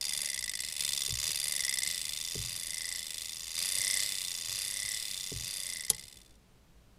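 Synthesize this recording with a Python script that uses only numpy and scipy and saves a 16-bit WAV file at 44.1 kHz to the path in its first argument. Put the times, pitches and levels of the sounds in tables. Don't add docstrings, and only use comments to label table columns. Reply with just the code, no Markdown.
import sys
import numpy as np
from scipy import signal
from scipy.fft import rfft, irfft, next_fast_len
from scipy.io import wavfile

SR = 44100
rng = np.random.default_rng(int(sys.argv[2]) if len(sys.argv) > 2 else 0)


def generate_wav(sig):
    pcm = np.round(np.clip(np.atleast_2d(sig).T, -1, 1) * 32767).astype(np.int16)
    wavfile.write(sys.argv[1], SR, pcm)


N = 307930
CLICK_SIZE = 2048
TEETH_PER_TURN = 30


def amp(db):
    return 10 ** (np.asarray(db) / 20)


def unit(x):
    return x / np.sqrt(np.mean(x ** 2) + 1e-20)


def along(points, hz):
    f, value = np.transpose(points)
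    return np.interp(np.log(hz + 1), np.log(f + 1), value)


def filtered(x, response):
    size = next_fast_len(N + SR // 2)
    hz = np.fft.rfftfreq(size, 1 / SR)
    return irfft(rfft(x, size) * response(hz), size)[..., :N]


def add(track, s, sound):
    part = track[max(round(s * SR), 0):][:len(sound)]
    part += sound[:len(part)]


def noise(spectrum):
    return unit(filtered(rng.standard_normal(N), lambda hz: amp(along(spectrum, hz))))


def sized(sound):
    head = sound[..., :SR // 200]
    return sound / np.sqrt(np.mean(head ** 2, axis=-1, keepdims=True))


def struck(force, gain):
    cepstrum = irfft(np.log(np.maximum(gain, 1e-6)))
    fold = np.r_[1, np.full(CLICK_SIZE // 2 - 1, 2), np.zeros(CLICK_SIZE // 2)]
    causal_response = np.exp(rfft(cepstrum * fold))
    return sized(irfft(rfft(force) * causal_response))


def ring(modes, attack):
    t = np.arange(SR // 3) / SR
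    tone = np.zeros(len(t))
    for hz, db, t60 in modes:
        scatter_db = rng.normal(0, 1)
        tone += amp(db + scatter_db - 60 * t / t60) * np.sin(2 * np.pi * hz * t)
    return tone * (1 - np.exp(-t / attack))


# (frequency [Hz], relative level [dB])
RUMBLE_COLOUR = [(20, -3), (40, -7), (55, 3), (80, -13), (119, -6), (146, -15), (180, -8), (230, -16),
                 (400, -19), (1000, -27), (3000, -50), (8000, -90)]
# (frequency [Hz], relative level [dB])
HISS_COLOUR = [(1000, 0), (3000, -1), (8000, -7), (14000, -12)]


def background(rumble_db=-61, hiss_db=-70):
    return amp(rumble_db) * noise(RUMBLE_COLOUR) + amp(hiss_db) * noise(HISS_COLOUR)


# (frequency [Hz], 60 dB decay time [s])
ROOM_DECAY = [(150, 0.32), (2000, .25), (6000, 0.073), (14000, 0.047)]


def room(x):
    hz, t, bands = signal.stft(rng.standard_normal(SR // 2), SR, nperseg=256)
    decay = amp(-60 * t / along(ROOM_DECAY, hz)[:, None])
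    tail = signal.istft(bands * decay, SR, nperseg=256)[1]
    delayed = np.pad(x, (SR // 250, 0))
    return signal.fftconvolve(delayed, tail / np.linalg.norm(tail))[:N]


# (time [s], level [dB])
SOFT_SHIFTS = [(1.178, -39), (1.246, -48), (2.525, -45), (2.562, -48), (3.789, -46), (4.488, -44),
               (4.531, -47), (4.842, -45.5), (5.926, -43), (5.944, -48), (6.038, -47)]
# (frequency [Hz], relative level [dB], 60 dB decay time [s])
STAND_MODES = [(108.5, 4, 0.088), (66, -5, 0.12), (160, -26.5, 0.035)]


def shifts():
    track = np.zeros(N)
    for s, db in SOFT_SHIFTS:
        add(track, s, amp(db) * ring(STAND_MODES, attack=0.0064))
    return track


# (time [s], shell level [dB], rocking level [dB])
BODY_KNOCKS = [(1.084, -45, -37.5), (1.289, -46, -62), (2.354, -30.5, -35.5), (5.319, -31.5, -37)]
# (frequency [Hz], relative level [dB], 60 dB decay time [s])
SHELL_MODES = [(405, 1, 0.043), (174, -4, 0.079), (546, -23, 0.033), (270, -7, 0.078)]
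# (delay [s], relative level [dB])
BOUNCES = [(.019, -1), (.041, 5), (0.059, -10), (.091, -4), (0.115, -6.5)]


def knocks():
    track = np.zeros(N)
    for s, shell_db, rocking_db in BODY_KNOCKS:
        add(track, s, amp(shell_db) * ring(SHELL_MODES, attack=0.001))
        for delay, db in BOUNCES:
            add(track, s + delay, amp(rocking_db + db) * ring(STAND_MODES, attack=0.0033))
    return track


# (time [s], snap level before an 8 dB cut [dB], shell level [dB], stand level [dB])
SHARP_CLICKS = [(5.9007, -9.5, -35.5, -40)]
# (frequency [Hz], relative level [dB])
SNAP_COLOUR = [(200, -40), (700, -20), (1300, -21), (2000, -14.5), (2800, -11), (3600, -2.5), (5300, -1),
               (6200, -0.5), (8300, -4), (10200, 7), (12500, -10.5), (15500, -26)]
# (frequency [Hz], relative level [dB], 60 dB decay time [s])
JOLTED_MODES = [(170, -2.5, 0.079), (440, 0.5, .05), (505, -2, .035), (838, -4, .055), (1080, -7, 0.036),
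                (1454, -23, .12)]


def catch(t60=0.024, lag=.002):
    track, t = np.zeros(N), np.arange(CLICK_SIZE) / SR
    colour = amp(along(SNAP_COLOUR, np.fft.rfftfreq(CLICK_SIZE, 1 / SR)))
    for s, snap_db, shell_db, stand_db in SHARP_CLICKS:
        burst = rng.standard_normal(CLICK_SIZE) * amp(-60 * t / t60)
        add(track, s, amp(snap_db - 8) * struck(burst, colour))
        shell = amp(shell_db) * ring(JOLTED_MODES, attack=0.00079)
        stand = amp(stand_db) * ring(STAND_MODES, attack=.003)
        add(track, s + lag, shell + stand)
    return track


# (time [s], ratchet speed [teeth/s])
CRANK_SPEED = [(0.0, 24.65), (0.282, 23.99), (0.536, 16.42), (0.701, 28.68), (0.712, 24.32), (1.115, 22.76),
               (1.139, 19.18), (1.259, 27.31), (1.37, 23.12), (1.456, 25.17), (1.803, 20.77), (1.96, 31.88),
               (1.968, 28.18), (2.111, 24.05), (2.3, 28.66), (2.583, 28.95), (2.742, 26.14), (2.992, 30.14),
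               (3.014, 26.01), (3.612, 27.57), (3.623, 30.99), (4.024, 32.56), (4.032, 36.08),
               (4.112, 32.43), (4.488, 26.61), (4.5, 32.09), (4.866, 33.77), (4.996, 38.35), (5.149, 30.56),
               (5.276, 31.64), (5.42, 26.53), (5.501, 33.54), (5.754, 28.28), (5.921, 18.7), (6.008, 23.14),
               (6.36, 21.24)]
DROP_LAG = [0, .361, .713]
# (time [s], level [dB])
RATCHET_LEVEL = [(0, -28.5), (.15, -28.5), (.323, -33), (.76, -35), (.789, -29), (1.271, -27), (1.8, -31),
                 (2.028, -34), (2.349, -31.5), (2.948, -37), (3.544, -34.5), (3.574, -27.5), (3.95, -30),
                 (4.177, -33), (4.645, -30.5), (4.716, -33.5), (4.969, -36), (5.55, -33), (5.77, -37),
                 (6.141, -49), (6.36, -65.5)]
# (angle [turns], first pawl [dB], second pawl [dB], third pawl [dB])
DROP_FORCE = [(0.0, -1.5, -4.5, -5), (0.1, -0.14, -4, -5.1), (0.25, 3, -4.5, 0.2), (0.43, 4.5, -2.2, 0),
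              (0.48, 1.8, -3, -5.5), (0.62, 1.75, -5, -3), (0.75, 0.54, -5.5, -4), (0.87, -4, -6.5, -4),
              (0.94, -1.5, -4, -4)]


def drops(index, first_tooth=.283, scatter_db=.5):
    s, speed = np.transpose(CRANK_SPEED)
    t = np.arange(0, s[-1], 1 / SR)
    travel = np.cumsum(np.interp(t, s, speed)) / SR - first_tooth
    tooth = np.arange(int(travel[-1] - DROP_LAG[index]) + 1)
    times = np.interp(tooth + DROP_LAG[index], travel, t)
    angle = tooth / TEETH_PER_TURN
    turns, *force_db = np.transpose(DROP_FORCE)
    level = np.interp(times, *np.transpose(RATCHET_LEVEL))
    level = level + np.interp(angle, turns, force_db[index], period=1)
    return times, angle[:, None], level + scatter_db * rng.standard_normal(len(tooth))


def swell(turns):
    return np.cos(np.pi * turns) ** 4


# (pawl [1-3], frequency [Hz], relative level [dB],
# 60 dB decay time [s], swell with crank angle [dB], loudest angle [turns])
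STEEL_MODES = [(1, 2040, -9, 0.029, 9.5, 0.34), (1, 3520, 2, 0.027, 4, 0.7),
               (1, 4860, -1.5, 0.025, 6, 0.84), (1, 8290, -7, 0.018, 8, .3),
               (1, 9590, -4, 0.023, 9.5, 0.23), (2, 1900, -10, 0.027, 9.5, 0.3),
               (2, 3585, 1, 0.027, 2.5, 0.129), (2, 4770, -4.5, 0.024, 8.5, .02),
               (2, 10830, -4.5, .024, 7, 0.37), (3, 2020, -6, 0.028, 10.5, .31),
               (3, 4800, -7.5, .026, 13.5, 0.99)]


def steel(angle, index, attack=0.001, scatter_db=1.5, wander_hz=30):
    t, tone = np.arange(CLICK_SIZE) / SR, 0
    for owner, hz, db, t60, swell_db, best in STEEL_MODES:
        if owner == index + 1:
            size, tuning, phase = rng.standard_normal((3, len(angle), 1))
            level = db + swell_db * swell(angle - best) + scatter_db * size
            wave = np.sin(2 * np.pi * (hz + wander_hz * tuning) * t + phase)
            tone = tone + amp(level - 60 * t / t60) * wave
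    return tone * (1 - np.exp(-t / attack))


def chatter(count, hold, t60, memory, fresh, strike_db=0, strike_s=0.00066):
    t = np.arange(CLICK_SIZE) / SR
    tooth_noise = rng.standard_normal((TEETH_PER_TURN, CLICK_SIZE))
    new = tooth_noise[np.arange(count) % TEETH_PER_TURN]
    start = memory * rng.standard_normal((1, CLICK_SIZE))
    habit = signal.lfilter([np.sqrt(1 - memory ** 2)], [1, -memory], new, axis=0, zi=start)[0]
    chance = rng.standard_normal((count, CLICK_SIZE))
    buzz = np.sqrt(1 - fresh) * habit + np.sqrt(fresh) * chance
    buzz_decay = amp(-60 * np.maximum(t - hold, 0) / t60)
    strike = amp(strike_db) * np.exp(-t / strike_s)
    return buzz * (buzz_decay + strike)


def resonance(hz, centre_hz, width_hz):
    return 1 / (1 + (2 * (hz - centre_hz) / width_hz) ** 2) ** 2


# (frequency [Hz], width [Hz], relative level [dB])
CASE_RESONANCES = [(110, 64, -13), (180, 67, -12.5), (405, 360, -23.5), (602, 88, -15.5), (836, 43, -19),
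                   (1110, 215, -17.5), (1424, 152, -34)]


def pawl(modes, index, gain_db, ring_db, hold, t60):
    times, angle, levels = drops(index)
    hz = np.fft.rfftfreq(CLICK_SIZE, 1 / SR)
    power = sum(amp(db) ** 2 * resonance(hz, centre, width) for centre, width, db in CASE_RESONANCES)
    for centre, width, db, swell_db, swells, best in modes:
        drive = amp(db + swell_db * swell(swells * (angle - best)))
        power = power + drive ** 2 * resonance(hz, centre, width)
    buzz = chatter(len(times), hold, t60, memory=0.89, fresh=.22)
    rattle = struck(buzz, np.sqrt(power))
    clicks = sized(rattle + amp(ring_db) * steel(angle, index))
    track = np.zeros(N)
    for s, db, click in zip(times, levels, clicks):
        add(track, s, amp(db + gain_db) * click)
    return track


# (frequency [Hz], width [Hz], relative level [dB],
# swell with crank angle [dB], swells [per turn], loudest angle [turns])
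FIRST_RATTLE = [(2710, 930, -10.5, 5, 1.0, 0.82), (4160, 470.0, -4.5, 4.5, 1.0, 0.71),
                (5125, 1170.0, -1.5, 3, 1.0, 0.27), (5660, 1500, -9, 11, 2.0, 0.28),
                (6870, 590, -6, 3, 1.0, 0.91), (8280, 1970, -4, 8, 1.0, 0.28),
                (10660, 2800, -8.5, 1.5, 1.0, 0.044), (12370.0, 830.0, -16.5, 9.5, 1.0, 0.16),
                (13980.0, 3000.0, -22, 6.5, 1.0, 0.66)]
SECOND_RATTLE = [(2690, 1160, -9, 1, 1.0, 0.4), (4350, 1070, -7.5, 7.1, 2.0, 0.97),
                 (5410.0, 746, -10, 4.4, 2.0, 0.37), (6530.0, 2200, -12.5, 5.5, 1.0, 0.99),
                 (7800, 1350.0, -13.5, 11, 1.0, 0.48), (9550, 2000, -10, 4.9, 2.0, 0.28),
                 (11810.0, 2300, -14, 6.4, 1.0, 0.39), (15300, 360, -23.5, 8.0, 1.0, 0.59)]
THIRD_RATTLE = [(2610, 1200, -9.5, 7, 2.0, 0.033), (3400, 450.0, -13, 8.0, 1.0, 0.22),
                (4060, 2000, -10, 11, 1.0, 0.65), (5180, 1300, -13, 18, 1.0, 0.33),
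                (5870, 2200, -5, 3.8, 1.0, 0.94), (7000, 450.0, -12.5, 18, 1.0, 0.787),
                (8000, 1800, -4.5, 4.0, 1.0, 0.7), (9900, 1300, -7.5, 12, 2.0, 0.088),
                (10950, 840, -17, 17.6, 1.0, 0.08), (11900, 3800, -15.5, 8.4, 1.0, 0.67),
                (15000, 1900, -29, 12, 1.0, 0.68)]


def ratchet():
    first = pawl(FIRST_RATTLE, index=0, gain_db=0.29, ring_db=-0.5, hold=0.0043, t60=0.017)
    second = pawl(SECOND_RATTLE, index=1, gain_db=-0.3, ring_db=1.5, hold=0.0047, t60=0.021)
    third = pawl(THIRD_RATTLE, index=2, gain_db=0.55, ring_db=1.5, hold=0.0038, t60=0.018)
    return first + second + third


def scene():
    camera = ratchet() + knocks() + shifts() + catch()
    mono = camera + amp(-16.5) * room(camera) + background()
    return np.array([mono, mono])


def record(dry, top_hz=15450):
    return filtered(dry, lambda hz: 1 / np.sqrt(1 + (hz / top_hz) ** 120))


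dry = scene()
out = record(dry)
generate_wav(out)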